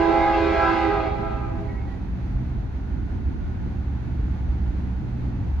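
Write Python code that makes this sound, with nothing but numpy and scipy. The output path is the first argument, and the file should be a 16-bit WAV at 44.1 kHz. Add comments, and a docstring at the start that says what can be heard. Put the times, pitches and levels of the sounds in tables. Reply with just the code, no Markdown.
"""Open country: a diesel freight train comes closer, and its air horn shuts off after about a second.
Air shakes a thin metal plate in each of the horn's three bells, making a loud, brassy chord.
An echo from behind the train returns it a semitone lower, because the train is moving away from there
(the Doppler effect), and the tree lines and distant buildings carry the chord on.
The engines' exhaust drones and throbs throughout, over the rumble and hiss of rolling wheels."""
import sys
import numpy as np
from scipy import signal
from scipy.fft import rfft, irfft, next_fast_len
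from scipy.io import wavfile
from scipy.ndimage import uniform_filter1d, map_coordinates

SR = 44100
rng = np.random.default_rng(int(sys.argv[2]) if len(sys.argv) > 2 else 0)


def master(y):
    """Save y as 16-bit WAV."""
    cut = np.clip(np.atleast_2d(y).T, -1, 1)
    pcm = np.round(cut * 32767)  # scale
    wavfile.write(sys.argv[1], SR, pcm.astype(np.int16))


N = 246959
LEAD = 2 * SR  # samples made before t = 0, so the horn is already echoing at the start
TIME = np.arange(-LEAD, N) / SR
# an echo's pitch divided by the horn's own, by where the echo comes from
AHEAD, BESIDE, BEHIND = .998, (.957, .972, .987), .9415

# the horn's three bells: f/Hz, gain in the echo from behind/dB
BELLS = [(333.4, -8), (413.2, -2), (537.8, -1)]
# their overtones: harmonic number, then relative level/dB for the low, middle and high bell
OVERTONE_LEVELS = [(1, -26.5, -32, -35.5), (2, -30, -25, -43), (3, -34.5, -38.5, -40), (4, -35.5, -40, -45),
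                   (5, -42, -43, -51), (6, -41, -43, -58.5), (7, -44, -48.5, -60), (8, -48.5, -52.5, -56),
                   (9, -60, -49.5, -62.5), (10, -55, -52, -69.5), (11, -57.5, -58, -77.5),
                   (12, -64.5, -56.5, -76), (13, -57, -68, -89), (14, -62.5, -68, -85), (15, -68, -65, -88),
                   (16, -72.5, -67.5, -90)]
# the air valve closing: t/s, gain/dB, treble loss/dB per octave
AIR_VALVE = [(0, 4.5, 2.38), (.78, 1, -0.1), (.88, 1.5, 1.5), (1.02, -2, 3.5), (1.08, -8, 3.5),
             (1.22, -61, 13)]
# the pitch drops as the air pressure falls: t/s, pitch ratio
PITCH_SAG = [(0, 1), (.72, .999), (.8, .995), (.9, .988), (1.0, .982), (1.2, .972)]
# air rushing through the bells: f/Hz, relative level/dB
AIR_SPECTRUM = [(100, -50), (270, -12), (400, -10), (600, -7), (850, -1), (1100, -6), (2000, -4.5),
                (3000, -11), (4500, -13), (5600, -21.5), (7300, -29), (9000, -50)]
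# parts of the chord flare up or drop out: middle t/s, length/s, f/Hz, gain/dB
CHORD_FLARES = [(0.13, 0.23, 830, 3), (.02, .16, 333, -4), (0.19, 0.48, 660, 5.5), (.26, .26, 400, -8),
                (.62, 0.24, 332, -5.5), (.15, 0.19, 1030, -8.5), (.4, 0.29, 976, 2),
                (0.29, 0.51, 2120, 6.5), (0.36, .13, 2740, 11), (0.47, .18, 2470, 3.5), (0.72, .2, 2680, 3),
                (.442, .15, 800, -13), (.456, .13, 3780, 7.5), (.5, 0.15, 663, -8.5), (.65, .3, 1340, 9.5),
                (0.69, 0.16, 1640, 6.5), (.72, 0.48, 417, -14), (.7, 0.2, 830, -7), (.704, .18, 990, 8),
                (.56, 0.16, 990, -7), (.66, 0.27, 1276, 6.5), (0.85, 0.31, 2010, 1.5),
                (0.79, 0.11, 2400, 6), (.86, 0.12, 333, 4), (.84, 0.22, 655, -9.5), (1, 0.33, 785, 3),
                (.89, .2, 405, 3), (1.02, 0.18, 325, 3.5), (1.15, .3, 1330, -5), (1.35, .16, 660, 4.5),
                (1.5, 0.15, 664, 3.5)]
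# echoes from distant buildings: delay/s, middle f/Hz, width/Hz, gain/dB
BUILDING_ECHOES = [(.55, 1234, 96, -1.5), (.44, 3800, 1800, -11), (.7, 410, 96, -16.5), (.7, 665, 58, -20),
                   (.36, 825, 56, -13), (.93, 980, 140, -23)]
# where the horn sits: f/Hz, left minus right level/dB
HORN_BALANCE = [(330, -6), (410, -12), (540, 0), (670, -2), (820, -4), (1000, -7.5), (1240, 3), (2000, -3),
                (3000, 4), (5000, -0.5)]
# how far the chord is out of step between the sides: f/Hz, left's lead/radians
HORN_LEFT_LEAD = [(330, -.3), (410, .6), (540, 1.6), (670, .3), (820, -.4), (1050, .5), (1240, -1.3),
                  (1400, -.4), (2400, .1), (5000, .8)]

# the trailing engine's exhaust tone, loudest as it slows: t/s, f/Hz, level/dB
TRAILING_ENGINE = [(0, 69.84, -39.5), (3.4, 69.4, -37), (3.8, 70.68, -30), (4.2, 69.67, -27.5),
                   (4.65, 67.38, -25.5), (4.92, 65.45, -28), (5.2, 65.5, -35)]
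# two engines speed up in turn: start t/s, length/s, starting f/Hz, climb/Hz per s,
# then relative level/dB of the second and third harmonic
ENGINE_RUN_UPS = [(0.901, 1.88, 57.95, 3.1, -34.5, -41.5), (3.2, 2.4, 57.96, 2.15, -33, -39)]
# exhaust resonances, which favour some pitches over others: f/Hz, gain/dB
EXHAUST_RESONANCES = [(114, -10), (117, -2), (120, 1), (122.5, -7), (125, 2), (127, 1), (129, -10),
                      (172, -10), (177, -3), (180, -5), (183, 0), (187, 1), (189, -10)]
# the exhaust boom of all the engines: f/Hz, relative level/dB
BOOM_SPECTRUM = [(15, -76.5), (35, -31), (43, -5), (51, -2.5), (58, -0.5), (68, -2), (78, -9.5), (100, -29),
                 (300, -120)]
# the boom between throbs: t/s, level/dB
BOOM_LOUDNESS = [(0, -32.5), (2, -29.5), (3.8, -30.5), (4.6, -29.5), (5.25, -33), (5.6, -23)]
# heavy throbs, when the engines fall into step: t/s, level/dB
BOOM_THROBS = [(2.12, -25), (2.36, -19), (2.58, -26.5), (2.951, -25), (3.269, -23.5), (3.46, -24.5),
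               (4.24, -22.5), (4.487, -22), (4.7, -23.5)]

# the rolling cars: t/s, rumble level/dB, relative hiss level/dB
ROLLING_LEVELS = [(0, -36, -48.5), (1, -33, -47), (2, -31, -48.5), (2.7, -33, -49.5), (3.3, -30.5, -49.5),
                  (3.8, -32, -49.5), (4.4, -31.5, -48.5), (5, -32, -49), (5.6, -31, -48.5)]
# the cars' rumble: f/Hz, relative level/dB
RUMBLE_SPECTRUM = [(12, -39.5), (21, -13.5), (29, -6.5), (36, -11), (70, -6), (92, 2), (125, -5),
                   (150, -6.5), (200, -7), (270, -8.5), (350, -14), (500, -30), (900, -51.5), (3000, -110)]
# the wheels' hiss: f/Hz, relative level/dB
HISS_SPECTRUM = [(250, -12.5), (500, 0), (850, 4), (1100, -3.5), (1550, -4.5), (2100, -7.5), (3000, -15.5),
                 (4400, -18.5), (5400, -26.5), (6300, -23.5), (8300, -41.5), (12000, -34), (15000, -62.5)]
# faint ringing of the wheels: f/Hz, width/Hz, level/dB
WHEEL_RINGING = [(790, 150, -62.5), (1450, 130, -63.5), (2585, 60, -73)]
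# thin high tones as the horn dies away: start t/s, length/s, f/Hz, level/dB
SQUEALS = [(1.672, 0.15, 1926, -47.5), (1.68, 0.07, 2200, -56), (1.738, 0.15, 2185, -51),
           (1.85, 0.17, 1940, -54)]
# where the train sits: f/Hz, left minus right level/dB
TRAIN_BALANCE = [(60, -2.5), (97, 1.5), (160, -2), (260, -3.5), (410, -4.5), (670, 1), (1090, -1.5),
                 (1760, -3), (2860, -2.0), (4630, -1)]
# how far the train is out of step between the sides: f/Hz, left's lead/radians
TRAIN_LEFT_LEAD = [(100, 0), (340, -.4), (600, 1.4), (1200, 1.2), (1500, .2), (3000, 0)]
# how alike the noises are in both ears: f/Hz, likeness (0 unrelated, 1 the same)
EAR_LIKENESS = [(60, 0.85), (200, 0.94), (390, 0.3), (720, 1), (1400, 0.2), (3000, 0)]


def horn():
    """Three bells sound one chord, heard with its rushing air and all its echoes."""
    overtones = np.array(OVERTONE_LEVELS)
    bells = [bell(hz, overtones[:, 1 + i]) for i, (hz, _) in enumerate(BELLS)]
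    air = rushing_air()
    chord = steepen(sum(bells))
    rear = rear_echo(bells)
    echoes = rear + tree_echoes(chord, air[0], rear) + building_echoes(chord)
    direct = out_of_step(chord, HORN_LEFT_LEAD)
    return place(flares(direct + echoes) + air, HORN_BALANCE)


def bell(hz, overtones_db, wander=.00076, jitter=.0008, fade_db=2.7, blur_radians=.22, gain_db=-.47):
    """Air shakes a metal plate into a stack of overtones, flatter and duller as the air runs out."""
    valve_db, dull_db = curves(AIR_VALVE)
    pitch = hz * curves(PITCH_SAG)[0] * (1 + wander * walk(9) + jitter * walk(160))
    phase = phase_of(pitch)
    blowing = TIME < AIR_VALVE[-1][0]
    out = np.zeros(len(TIME))
    for k in range(1, int(8000 / hz) + 1):
        listed = min(k, len(overtones_db))
        db = gain_db + overtones_db[listed - 1] - 26 * np.log2(k / listed)  # falls off past the table
        db -= 4 * (k * hz / 5000) ** 2  # the air soaks up treble
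        # moving air disturbs the level and timing of high overtones most
        turbulence = np.sqrt(k * hz / 1000)
        waver_db = fade_db * turbulence ** .48 * walk(14 * turbulence)
        db = db + valve_db - dull_db * np.log2(k) + waver_db
        shift = blur_radians * turbulence * walk(40) + 2 * np.pi * rng.random()
        out += blowing * undb(db) * np.sin(k * phase + shift)
    return out


def steepen(x, amount=1.7, knee_hz=2200, absorb_hz=4500):
    """So loud a wave steepens in the air: the overtones mix into new, brassy tones."""
    mixed = shape(x ** 2, lambda f: 1j * f ** 2 / (f ** 2 + knee_hz ** 2) / (1 + (f / absorb_hz) ** 4))
    return x + amount * mixed


def rushing_air(base_db=-41.5):
    """Air hisses through the bells, well under the chord, until the valve closes."""
    valve_db, dull_db = curves(AIR_VALVE)
    return noise(AIR_SPECTRUM) * undb(base_db + valve_db - 1.7 * dull_db)


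def flares(x, half_width=.038):
    """Narrow bands of the chord swell or sink for a moment; half_width is a share of their frequency."""
    out = x
    for middle, length, hz, db in CHORD_FLARES:
        band = shape(x, lambda f: 1 / (1 + ((f / hz - 1) / half_width) ** 6))
        out = out + band * (undb(db * hump(middle, length)) - 1)
    return out


def rear_echo(bells, low_cut_hz=470, high_cut_hz=2900):
    """The chord bounces back from behind the train, a semitone lower and with less bass and treble."""
    chord = sum(tone * undb(db) for tone, (_, db) in zip(bells, BELLS))
    echo = reflect(chord, BEHIND, delay_s=.07)
    return shape(echo, lambda f: f ** 2 / (f ** 2 + low_cut_hz ** 2) / np.hypot(1, (f / high_cut_hz) ** 4))


def tree_echoes(chord, air, rear, ahead_db=-9, beside_db=-14, behind_db=-9, leaves_hz=440):
    """Trees all around return the horn; those beside the track give pitches between front and rear."""
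    beside = sum(scatter(reflect(chord, ratio, delay_s=.07)) for ratio in BESIDE) / np.sqrt(len(BESIDE))
    ahead = scatter(reflect(chord + air, AHEAD, delay_s=0))
    echoes = undb(ahead_db) * ahead + undb(beside_db) * beside + undb(behind_db) * scatter(rear)
    # low notes pass through the leaves, so less of them comes back
    return shape(echoes, lambda f: f / np.hypot(f, leaves_hz))


def scatter(x, low_ring_s=4.0, high_ring_s=1.68, build_s=.035, far_edge_s=1.0):
    """Many trees smear a sound into a tail; treble dies first, and little returns past their far edge."""
    t = np.arange(2 * SR) / SR
    white = rng.standard_normal((2, len(t)))
    low = shape(white, lambda f: 1 / (1 + (f / 2500) ** 2))
    tail = low * 1000 ** (-t / low_ring_s) + (white - low) * 1000 ** (-t / high_ring_s)
    tail *= (1 - np.exp(-t / build_s)) / (1 + (t / far_edge_s) ** 6)
    return signal.fftconvolve(x[None], unit(tail) / np.sqrt(len(t)), axes=1)[:, :len(TIME)]


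def building_echoes(chord, waver_db=3):
    """Distant buildings each return one band of the chord, late and wavering in the wind."""
    out = 0
    for delay, hz, width, db in BUILDING_ECHOES:
        echo = reflect(chord, AHEAD, delay)
        band = shape(echo, lambda f: undb(db) / np.hypot(1, 2 * (f - hz) / width))
        out = out + band * undb(waver_db * walk(14))
    return out


def reflect(x, pitch_ratio, delay_s):
    """An echo whose path grows as the train moves, lowering its pitch; delay_s is its lag at t = 1 s."""
    sent_s = 1 + (TIME - 1) * pitch_ratio - delay_s
    return map_coordinates(x, [sent_s * SR + LEAD], order=3, mode="nearest")


def exhaust_drone(hum_hz=29.5, hum_db=-44, fade_s=.25, growth_db_per_s=1.5):
    """Exhaust tones over a deep hum: one engine slows, and two grow louder as they speed up."""
    trailing_hz, trailing_db = curves(TRAILING_ENGINE)
    tones = undb(trailing_db) * np.sin(exhaust_phase(trailing_hz))
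    tones += undb(hum_db + 5 * walk(2.8)) * np.sin(exhaust_phase(hum_hz))
    for start, length, first_hz, climb, second_db, third_db in ENGINE_RUN_UPS:
        age = TIME - start
        hz = first_hz + climb * age
        phase = exhaust_phase(hz)
        fade = np.clip(np.minimum(age, length - age) / fade_s, 0, 1)
        gain = fade * undb(growth_db_per_s * (age - length))
        for k, db in ((2, second_db), (3, third_db)):
            tones += gain * undb(db + at_hz(EXHAUST_RESONANCES, k * hz)) * np.sin(k * phase)
    return np.sqrt(2) * tones


def exhaust_phase(hz, unsteady=.005):
    """The phase of an exhaust tone whose engine drifts a little around its speed."""
    return phase_of(hz * (1 + unsteady * walk(12)))


def exhaust_boom(evenness=.87):
    """The engines pull steadily, so their boom flutters quickly but holds its level between throbs."""
    boom = noise(BOOM_SPECTRUM)
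    swell = np.sqrt(uniform_filter1d(np.mean(boom ** 2, axis=0), SR // 10))
    even_boom = unit(boom / swell ** evenness)
    throbs = sum(undb(db) * hump(middle, length_s=.08) for middle, db in BOOM_THROBS)
    return even_boom * np.hypot(undb(curves(BOOM_LOUDNESS)[0]), throbs)


def rolling(hiss_gain_db=1.22, lurch_db=1.4, flutter_db=.58):
    """Heavy cars rumble on the track bed while wheels hiss and ring on the rails."""
    rumble_db, hiss_db = curves(ROLLING_LEVELS)
    rumble = noise(RUMBLE_SPECTRUM) * undb(rumble_db + lurch_db * walk(20))
    wheels = noise(HISS_SPECTRUM) * undb(hiss_db + hiss_gain_db + flutter_db * walk(22))
    for hz, width, db in WHEEL_RINGING:
        white = rng.standard_normal((2, len(TIME)))
        ring = shape(white, lambda f: 1 / (1 + (2 * (f - hz) / width) ** 2))
        wheels += unit(ring) * undb(db + 2 * walk(1.9))
    return rumble + wheels


def squeals(rise_share=.26, pitch_waver=.012, flutter_db=3):
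    """Thin tones swell and fade, made scratchy by a fast shake in pitch and level."""
    out = 0
    for start, length, hz, db in SQUEALS:
        swell = np.interp(TIME, [start, start + length * rise_share, start + length], [0, 1, 0])
        phase = phase_of(hz * (1 + pitch_waver * walk(200)))
        out = out + np.sqrt(2) * undb(db + flutter_db * walk(70)) * swell * np.sin(phase)
    return out


def noise(spectrum):
    """Stereo noise with the given spectrum, alike in both ears in the bass but not in the treble."""
    mid, side = rng.standard_normal((2, len(TIME)))
    mid = shape(mid, lambda f: undb(at_hz(spectrum, f)) * np.sqrt(1 + at_hz(EAR_LIKENESS, f)))
    side = shape(side, lambda f: undb(at_hz(spectrum, f)) * np.sqrt(1 - at_hz(EAR_LIKENESS, f)))
    return unit(np.array([mid + side, mid - side]))


def place(x, balance):
    """Share a sound between left and right, frequency by frequency."""
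    return shape(x, lambda f: undb(np.array([[1], [-1]]) * at_hz(balance, f) / 2))


def out_of_step(x, left_lead):
    """A wave reaches the left and right sides slightly out of step."""
    return shape(x, lambda f: np.exp(.5j * np.array([[1], [-1]]) * at_hz(left_lead, f)))


def shape(x, gain):
    """Filter a sound: multiply each frequency f by gain(f)."""
    size = next_fast_len(x.shape[-1] + SR // 10)
    hz = np.arange(size // 2 + 1) * SR / size
    return irfft(rfft(x, size) * gain(hz), size)[..., :x.shape[-1]]


def walk(per_s):
    """Smooth random wandering, about 1 either way, with per_s steps a second."""
    hold = max(int(SR / per_s), 2)
    steps = np.repeat(rng.standard_normal(len(TIME) // hold + 2), hold)
    steps = steps[rng.integers(hold):][:len(TIME)]
    return 1.41 * uniform_filter1d(uniform_filter1d(steps, hold), hold)


def hump(middle_s, length_s):
    """A smooth rise to 1 and fall back to 0."""
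    return np.cos(np.pi * np.clip((TIME - middle_s) / length_s, -.5, .5)) ** 2


def curves(table):
    """Each column of a table, joined by straight lines in time."""
    times, *columns = np.transpose(table)
    return [np.interp(TIME, times, column) for column in columns]


def at_hz(table, hz):
    """Look up a frequency in a table, with the octaves evenly spaced."""
    f, value = np.transpose(table)
    return np.interp(np.log(np.maximum(hz, 1)), np.log(f), value)


def phase_of(hz):
    """How far a wave of changing pitch has turned, in radians."""
    return 2 * np.pi * np.cumsum(hz) / SR


def undb(db):
    """Turn decibels into a multiplier."""
    return 10 ** (np.asarray(db) / 20)


def unit(x):
    """Scale to an average power of 1."""
    return x / np.sqrt(np.mean(x ** 2))


def scene():
    """Horn and train together, from t = 0 on."""
    train = exhaust_drone() + exhaust_boom() + rolling() + squeals()
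    train = out_of_step(place(train, TRAIN_BALANCE), TRAIN_LEFT_LEAD)
    return (horn() + train)[:, LEAD:]


def record(dry):
    """Cut the highest treble, above 14500 Hz."""
    return signal.sosfilt(signal.ellip(8, .2, 70, 14500, fs=SR, output="sos"), dry)


dry = scene()
out = record(dry)
master(out)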